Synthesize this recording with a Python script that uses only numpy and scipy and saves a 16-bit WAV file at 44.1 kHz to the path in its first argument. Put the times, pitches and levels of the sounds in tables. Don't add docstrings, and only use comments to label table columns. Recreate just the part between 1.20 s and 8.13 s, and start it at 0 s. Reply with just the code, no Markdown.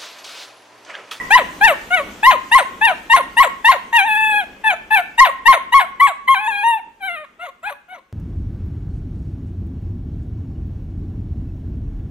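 import sys
import numpy as np
from scipy import signal
from scipy.fft import rfft, irfft, next_fast_len
from scipy.io import wavfile
from scipy.ndimage import uniform_filter1d, map_coordinates

SR = 44100
rng = np.random.default_rng(int(sys.argv[2]) if len(sys.argv) > 2 else 0)


def output_pcm(signal):
    pcm = np.clip(np.atleast_2d(signal).T, -1, 1) * 32767
    wavfile.write(sys.argv[1], SR, np.round(pcm).astype(np.int16))


def undo_db(level):
    steps = np.asarray(level, float) / 20
    return 10 ** steps


N = 305480

# start t/s, jump after t/s, break after t/s,
# first pitch f/Hz, top pitch f/Hz
SHRIEKS = [(.108, .045, .062, 779.6, 1040), (1.033, .034, 0.074, 842, 1075),
           (1.318, 0.031, 0.059, 872.5, 1079), (1.901, .034, .058, 897, 1086),
           (2.171, 0.028, 0.054, 920, 1077), (2.448, .039, .064, 895.4, 1080),
           (3.982, .022, 0.064, 925.7, 1076), (4.259, .021, .065, 889.5, 1078),
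           (4.525, 0.015, 0.07, 951, 1114), (4.801, 0.0095, 0.066, 994, 1111),
           (5.079, 0.0088, 0.064, 1010, 1092)]
# fundamental level/dB, octave level/dB, upper partials level/dB, hoarseness 0-1
SHRIEK_STAGES = [
    (-17.5, -15.5, -21, .1),
    (-15, -11.5, -13.5, 0.04),
    (-14, -6.5, -15, 0.08),
    (-5, -19, -17, .06),
    (-3.5, -16.5, -14, .06),
    (-8.5, -17, -18, .12),
    (-20.5, -15.5, -18, .7),
    (-19.5, -20.5, -24.5, .55),
    (-25.5, -36, -39.5, .25),
    (-30, -26.5, -67, .2),
]
# t/s, strength level/dB, closing pitch f/Hz, take-off pitch f/Hz, share of hoarseness
TIRING = [(.1, 1.5, 490, 1009, 1.1), (1, 1, 498.5, 1001, 1.16), (2.2, 0.5, 500, 988, 1),
          (3.999, 1, 532, 955.7, .9), (4.299, 1, 540.3, 947, .9), (4.5, -0.5, 671.5, 980, 0.85),
          (5.1, -3.5, 613.5, 1034, 0.42)]
# start t/s, length t/s, first pitch f/Hz, top pitch f/Hz, level/dB
YELPS = [
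    (.413, .126, 800, 945, -10.5),
    (.708, 0.12, 711.6, 747.4, -18.5),
    (1.615, 0.12, 857.6, 920, -13),
    (2.73, .11, 920, 929.5, -12),
    (3.442, .11, 887.6, 888.5, -15.5),
    (3.709, .11, 863.7, 889, -13),
]
# share of length, share of the fall, fundamental level/dB, octave level/dB,
# upper partials level/dB, hoarseness 0-1
YELP_STAGES = [
    (0, 0, -7.5, -7, -11.5, .15),
    (.12, 0.036, -2.5, -1.5, -9.5, .05),
    (.38, 0.0059, -1, 4.5, 2, 0.02),
    (.47, .12, -1.5, -4.5, -7, .06),
    (.6, .42, -5.5, -4, 1.5, .12),
    (.82, .72, -3.5, -10, -16.5, .35),
    (.92, .88, -8.5, -15, -28, .3),
    (1, 0.98, -22.5, -25.5, -45.5, .1),
]
# t/s, f/Hz
YELP_REST = [(.4, 520.6), (1.6, 570.6), (3.5, 656.5)]
# t/s, pitch f/Hz, fundamental level/dB, mouth opening as overtone level/dB over it
WHINES = [
    [(2.818, 743.2, -19, -0.5), (2.842, 785.3, -17.5, -12), (2.868, 936, -20, -7.5),
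     (2.89, 870, -18.5, -0.5), (2.96, 849, -21.5, 2), (2.975, 887, -20.5, 0.5), (3.16, 830, -20, 1),
     (3.205, 805, -21.5, 0), (3.243, 659, -34, -13)],
    [(5.152, 800, -26.5, 3), (5.17, 751, -25.5, 3), (5.215, 877, -27, -7), (5.272, 848, -24, 1.5),
     (5.282, 945, -14, -13), (5.322, 809, -30, 4.5), (5.36, 814, -29, 1.5), (5.428, 824.5, -27, 1)],
    [(5.442, 920, -14.5, -11.5), (5.48, 943.5, -11, -11.5), (5.55, 905, -18, -9.5), (5.575, 859, -23, -18),
     (5.6, 714, -39, -9)],
    [(5.808, 803, -40.5, -5), (5.835, 755, -29.5, 0), (5.865, 770, -30, 4), (5.905, 690, -32, 0),
     (5.948, 697.5, -37.5, 3), (5.975, 610, -41, 5.5), (6.035, 595, -36, -12.5), (6.05, 533.3, -52.5, 6)],
]
# start t/s, length t/s, first pitch f/Hz, top pitch f/Hz, level/dB
BARKS = [
    (6.197, .105, 655, 718, -34),
    (6.434, 0.1, 660, 857, -29.5),
    (6.688, 0.11, 702, 746, -41.5),
]
BARK_STAGES = [
    (0, 0.037, 0, -4.5, -15.5, .2),
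    (.15, 0.015, 2, 0.5, -3.5, .1),
    (.3, 0, 14, 1.5, -0.5, .15),
    (.47, 0.046, 8, 0.5, -3, .3),
    (.62, .45, 0.5, -0.5, -9.5, 0.65),
    (.75, .8, -3.5, -11, -28, 0.4),
    (.9, 0.96, -5.5, -8.5, -32, 0.46),
    (1, 1, -17, -15, -39, .2),
]
# f/Hz, level/dB
MOUTH = [(2000, 1), (2700, -1.5), (3400, -13.5), (4000, -13.5), (4500, -52), (5900, -44.5), (6600, -56),
         (9500, -20), (11300, -33.5), (13000, -32.5)]
# f/Hz, width f/Hz, level/dB
THROAT = [(974, 45, 11), (2065, 410, 2.5), (3310, 1100, 0), (3840, 1300, 0)]
# f/Hz, level/dB per Hz
AIR = [(4300, -11), (5300, -26.5), (6300, -8), (9700, -6.5), (11350, -16), (12400, -3), (15400, -23.5)]
# f/Hz, left over right level/dB, right leads phase/rad
PORTS = [(302, -1, 0.27), (920, 2.5, -0.6), (1560, 4.5, 1.56), (2790, 3, 1.25), (3500, -1, 0.76),
         (4500, -0.5, 1.76), (10000, 0, 1.75)]
# f/Hz, t60 t/s
ROOM = [(400, 0.075), (1100, 0.53), (3000, 0.45), (10000, 0.26)]
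# f/Hz, width f/Hz, level/dB
SOFA = [(990, 11, 14.5), (2080, 14, -7)]
# f/Hz, level/dB
EARLIER = [(1045, -28), (1950, -25.5)]
# t/s, hum level/dB, hiss level/dB
ROBOT = [
    (0.0, -37, -41.5),
    (4.53, -49.5, -59.5),
    (6.93, -63, -71.5),
]
# f/Hz, level/dB per Hz
HUM = [(15, -18.5), (40, -3), (130, -13), (205, -2), (450, -6.5), (860, -12), (1560, -16.5), (2180, -14.5),
       (3500, -19), (4600, -68.5)]
# f/Hz, level/dB per Hz
HISS = [(3000, -6), (5200, -10.5), (6500, -9), (10100, -15), (11300, -60), (12800, -13), (15100, -19)]
# f/Hz, likeness 0-1
ALIKE = [(40, 0.93), (300, 0.95), (8000, 0.27)]

SWELL_S, JUMP_S, BREAK_S, SLIDE_S = 0.009, 0.004, 0.0065, 0.047
LANDING, EDGE, DROP = 0.98, 0.96, 0.76
TOP_AT = 0.33
YELP_RISE_S, BARK_RISE_S = 0.04, 0.043
REST_HZ, FULL_HZ, THIN_DB_PER_HZ = 544, 800, 0.06
WHINE_UPPER_DB, WHINE_HOARSE, CLOSING_HOARSE = 0.5, 0.027, 0.27
OPEN_S, SHUT_S, JOIN_S = 0.0125, 0.012, 0.03
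RING_HZ, RING_WIDTH_HZ, RING_DB = 1060, 75, 10.5
QUAVER = 0.012
BRIGHTER_PER_DB, LEAK = 0.35, 0.2
HUM_SWAY_DB, HISS_PATCH_DB, BAND_LUCK_DB = 1.8, 2, 4
TOP_HZ = 15500


def dog():
    hz, first_db, octave_db, upper_db, hoarse = breath_line()
    hoarse = np.clip(hoarse, 0, 0.95)
    octave_db = octave_db + RING_DB / (1 + ((2 * hz - RING_HZ) / RING_WIDTH_HZ) ** 2)
    hz = hz * (1 + QUAVER * wobble(28) + 0.0046 * wobble(55) + 0.11 * hoarse * wobble(300))
    turn = 2 * np.pi * np.cumsum(hz) / SR
    clean = voiced(hz, turn, first_db, octave_db, upper_db, hoarse)
    shimmer = undo_db(2.5 * hoarse * wobble(250))
    effort = np.sqrt(undo_db(octave_db) ** 2 + undo_db(upper_db) ** 2)
    rasp = undo_db(1.5) * hoarse * effort * fold_noise(turn)
    return np.sqrt(2) * clean * shimmer + rasp + breath(effort, first_db, hoarse)


def voiced(hz, turn, first_db, octave_db, upper_db, hoarse):
    strain = np.clip(np.maximum(first_db, octave_db) + 9.5, -10, 20)
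    upper = 0
    for k in range(3, 20):
        brighter = BRIGHTER_PER_DB * strain * np.log2(k / 3) / np.sqrt(k / 3)
        upper = upper + undo_db(along(MOUTH, k * hz) + brighter + 3.04 * wobble(70)) * np.cos(k * turn)
    octave = undo_db(octave_db + 1.67 * wobble(70)) * np.cos(2 * turn)
    overtones = octave + undo_db(upper_db) * upper
    return undo_db(first_db) * np.cos(turn) + (1 - hoarse) ** 0.5 * overtones


def fold_noise(turn):
    closures = np.diff(turn // (2 * np.pi), prepend=0)
    puffs = rng.standard_normal(N) * (closures + 0.28)
    steep = lambda f: resonances(THROAT)(f) / (1 + (600 / (f + 1)) ** 4) / (1 + (f / 4000) ** 10)
    return unit(filtered(puffs, steep))


def breath(effort, first_db, hoarse):
    push = uniform_filter1d(effort + 0.42 * undo_db(first_db), size=500)
    blast = push ** 1.07 * (LEAK + hoarse)
    hiss = filtered(rng.standard_normal(N), lambda f: undo_db(along(AIR, f)))
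    return undo_db(-12.5) * blast * patchy(hiss, depth_db=8.5)


def breath_line():
    closed = lambda row, ds: (row[0] + ds, row[1], -75, -75, -75, row[5])
    every, rows, joined = cries(), [], False
    next_starts = [cry[0][0] for cry in every[1:]] + [np.inf]
    for cry, next_start in zip(every, next_starts):
        if not joined:
            rows.append(closed(cry[0], -OPEN_S))
        joined = cry[-1][0] + JOIN_S > next_start
        rows += [row for row in cry if row[0] < next_start]
        if not joined:
            rows.append(closed(cry[-1], SHUT_S))
    return curves(rows)


def cries():
    every = [shriek(*r) for r in SHRIEKS] + [yelp(*r) for r in YELPS]
    every += [yelp(*r, hoarse=True) for r in BARKS] + [whine(p) for p in WHINES]
    return sorted(every, key=lambda cry: cry[0][0])


def shriek(start, jump, snap, first_hz, top_hz):
    when, *cols = np.transpose(TIRING)
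    db, low_hz, off_hz, share = (np.interp(start, when, c) for c in cols)
    land = jump + JUMP_S
    slide_s = snap + BREAK_S + SLIDE_S * np.array([0, 0.45, 0.8, 1])
    after = [0, min(SWELL_S, jump / 2), jump, land, land + TOP_AT * (snap - land), snap, *slide_s]
    climb_hz = np.interp(after[1], [0, jump], [first_hz, off_hz])
    arch_hz = top_hz * np.array([LANDING, 1, EDGE])
    slide_hz = DROP * top_hz + (low_hz - DROP * top_hz) * np.array([0, 0.47, 0.82, 1])
    pitch = [first_hz, climb_hz, off_hz, *arch_hz, *slide_hz]
    return [(start + s, hz, a + db, b + db, c + db, h * share)
            for s, hz, (a, b, c, h) in zip(after, pitch, SHRIEK_STAGES)]


def yelp(start, length, first_hz, top_hz, db, hoarse=False):
    stages, rise = (BARK_STAGES, BARK_RISE_S) if hoarse else (YELP_STAGES, YELP_RISE_S)
    rest_hz = REST_HZ if hoarse else np.interp(start, *np.transpose(YELP_REST))
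    thin_db = hoarse * THIN_DB_PER_HZ * max(FULL_HZ - first_hz, 0)
    top_at = stages[2][0]
    rows = []
    for at, fall, a, b, c, h in stages:
        s = start + np.interp(at, [0, top_at, 1], [0, rise, length])
        arch = np.sin(np.pi / 2 * min(at / top_at, 1))
        hz = first_hz + (top_hz - first_hz) * arch - fall * (top_hz - rest_hz)
        rows.append((s, hz, a + db - thin_db * (1 - fall), b + db, c + db, h))
    return rows


def whine(points):
    rows = []
    for s, hz, db, mouth in points:
        closing = s == points[-1][0] and db < points[-2][2] - 10
        hoarse = CLOSING_HOARSE if closing else WHINE_HOARSE
        rows.append((s, hz, db, db + mouth, db + mouth + WHINE_UPPER_DB, hoarse))
    return rows


def room(x):
    wet = np.zeros((2, N + SR))
    edges = [0] + [int((cry[0][0] - 0.02) * SR) for cry in cries()[1:]] + [N]
    for a, b in zip(edges, edges[1:]):
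        hz, t, z = signal.stft(rng.standard_normal((2, SR // 2)), SR, nperseg=256)
        decay = undo_db(-60 * t / along(ROOM, hz)[:, None])
        tail = signal.istft(z * decay, SR, nperseg=256)[1]
        tail[1] += 0.061 * tail[0]
        part = signal.fftconvolve(x[None, a:b], tail / np.linalg.norm(tail[0]), axes=1)
        wet[:, a + 900:a + 900 + part.shape[1]] += part
    return wet[:, :N] + filtered(x, resonances(SOFA))


def earlier_yelp():
    fading = undo_db(-60 * np.arange(N) / SR / 0.5)
    rings = 0
    for centre, db in EARLIER:
        peak = lambda f: 1 / (1 + ((f - centre) / 50) ** 2)
        rings = rings + undo_db(db) * fading * unit(filtered(rng.standard_normal((2, N)), peak))
    return rings


def robot():
    hum_db, hiss_db = curves(ROBOT)
    hum = undo_db(hum_db + HUM_SWAY_DB * wobble(12)) * rush(HUM)
    return hum + undo_db(hiss_db) * patchy(rush(HISS), depth_db=HISS_PATCH_DB)


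def rush(spectrum):
    def shape(hz):
        turn = np.arccos(np.clip(along(ALIKE, hz), -1, 1)) / 2
        return undo_db(along(spectrum, hz)) * [np.cos(turn), np.sin(turn)]
    mid, side = filtered(rng.standard_normal((2, N)), shape)
    return unit(np.array([mid + side, mid - side]))


def patchy(x, depth_db):
    z = signal.stft(x, nperseg=512)[2]
    field = uniform_filter1d(rng.standard_normal(z.shape[-2:]), size=7, axis=0)
    field = uniform_filter1d(field, size=9, axis=1)
    return unit(signal.istft(z * undo_db(depth_db * unit(field)), nperseg=512)[1][..., :N])


def resonances(modes):
    mode = lambda f, c, w, db: undo_db(db) * 1j * f * w / (c * c - f * f + 1j * f * w)
    return lambda f: sum((-1) ** k * mode(f, *row) for k, row in enumerate(modes))


def filtered(x, response):
    m = next_fast_len(N + SR // 2)
    return irfft(rfft(x, m) * response(np.fft.rfftfreq(m, 1 / SR)), m)[..., :N]


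def along(points, hz, column=1):
    table = np.transpose(points)
    return np.interp(np.log(hz + 1), np.log(table[0] + 1), table[column])


def curves(rows):
    s, *cols = np.transpose(rows)
    return [np.interp(np.arange(N) / SR, s, c) for c in cols]


def wobble(rate):
    knots = rng.standard_normal(int(N * rate / SR) + 4)
    return map_coordinates(knots, [np.arange(N) * rate / SR])


def unit(x):
    return x / np.sqrt(np.mean(x ** 2) + 1e-20)


def scene():
    voice = dog()
    half = lambda hz: undo_db(along(PORTS, hz) / 2) * np.exp(-0.5j * along(PORTS, hz, column=2))
    near = filtered(voice, lambda hz: np.array([half(hz), 1 / half(hz)]))
    loudness = np.sqrt(np.abs(uniform_filter1d(voice ** 2, size=1500)))
    duck = 1 / (1 + loudness / 1.3)
    return near + duck * (undo_db(-16) * room(voice) + earlier_yelp() + robot())


def thinned(x, margin_db):
    hz, _, z = signal.stft(x, SR, nperseg=1024)
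    power = uniform_filter1d(np.abs(z) ** 2, size=16, axis=1).mean(axis=0)
    band = power[8::16].repeat(16, axis=0)[:len(hz) - 1]
    drift = unit(uniform_filter1d(rng.standard_normal(band[::16].shape), size=9, axis=1))
    luck = undo_db(BAND_LUCK_DB * drift).repeat(16, axis=0)
    kept = 1 / (1 + (power.max(axis=0) * luck / (band + 1e-20) * undo_db(-2 * margin_db)) ** 4)
    z[:, :-1] *= np.where(hz[:-1, None] > 4300, kept, 1)
    return signal.istft(z, SR, nperseg=1024)[1][:, :N]


def roll_off(x):
    return signal.sosfilt(signal.butter(12, 15520, fs=SR, output="sos"), x)


def record(dry):
    thumps = filtered(dry ** 2, lambda hz: 1 / (1 + (hz / 60) ** 2))
    bent = dry + 0.0011 * thumps
    flat = bent / (1 + np.abs(bent) ** 8) ** (1 / 8)
    sparse = thinned(flat, margin_db=45)
    mix = filtered(sparse, lambda hz: hz < TOP_HZ)
    return roll_off(mix)


dry = scene()
out = record(dry)
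output_pcm(out)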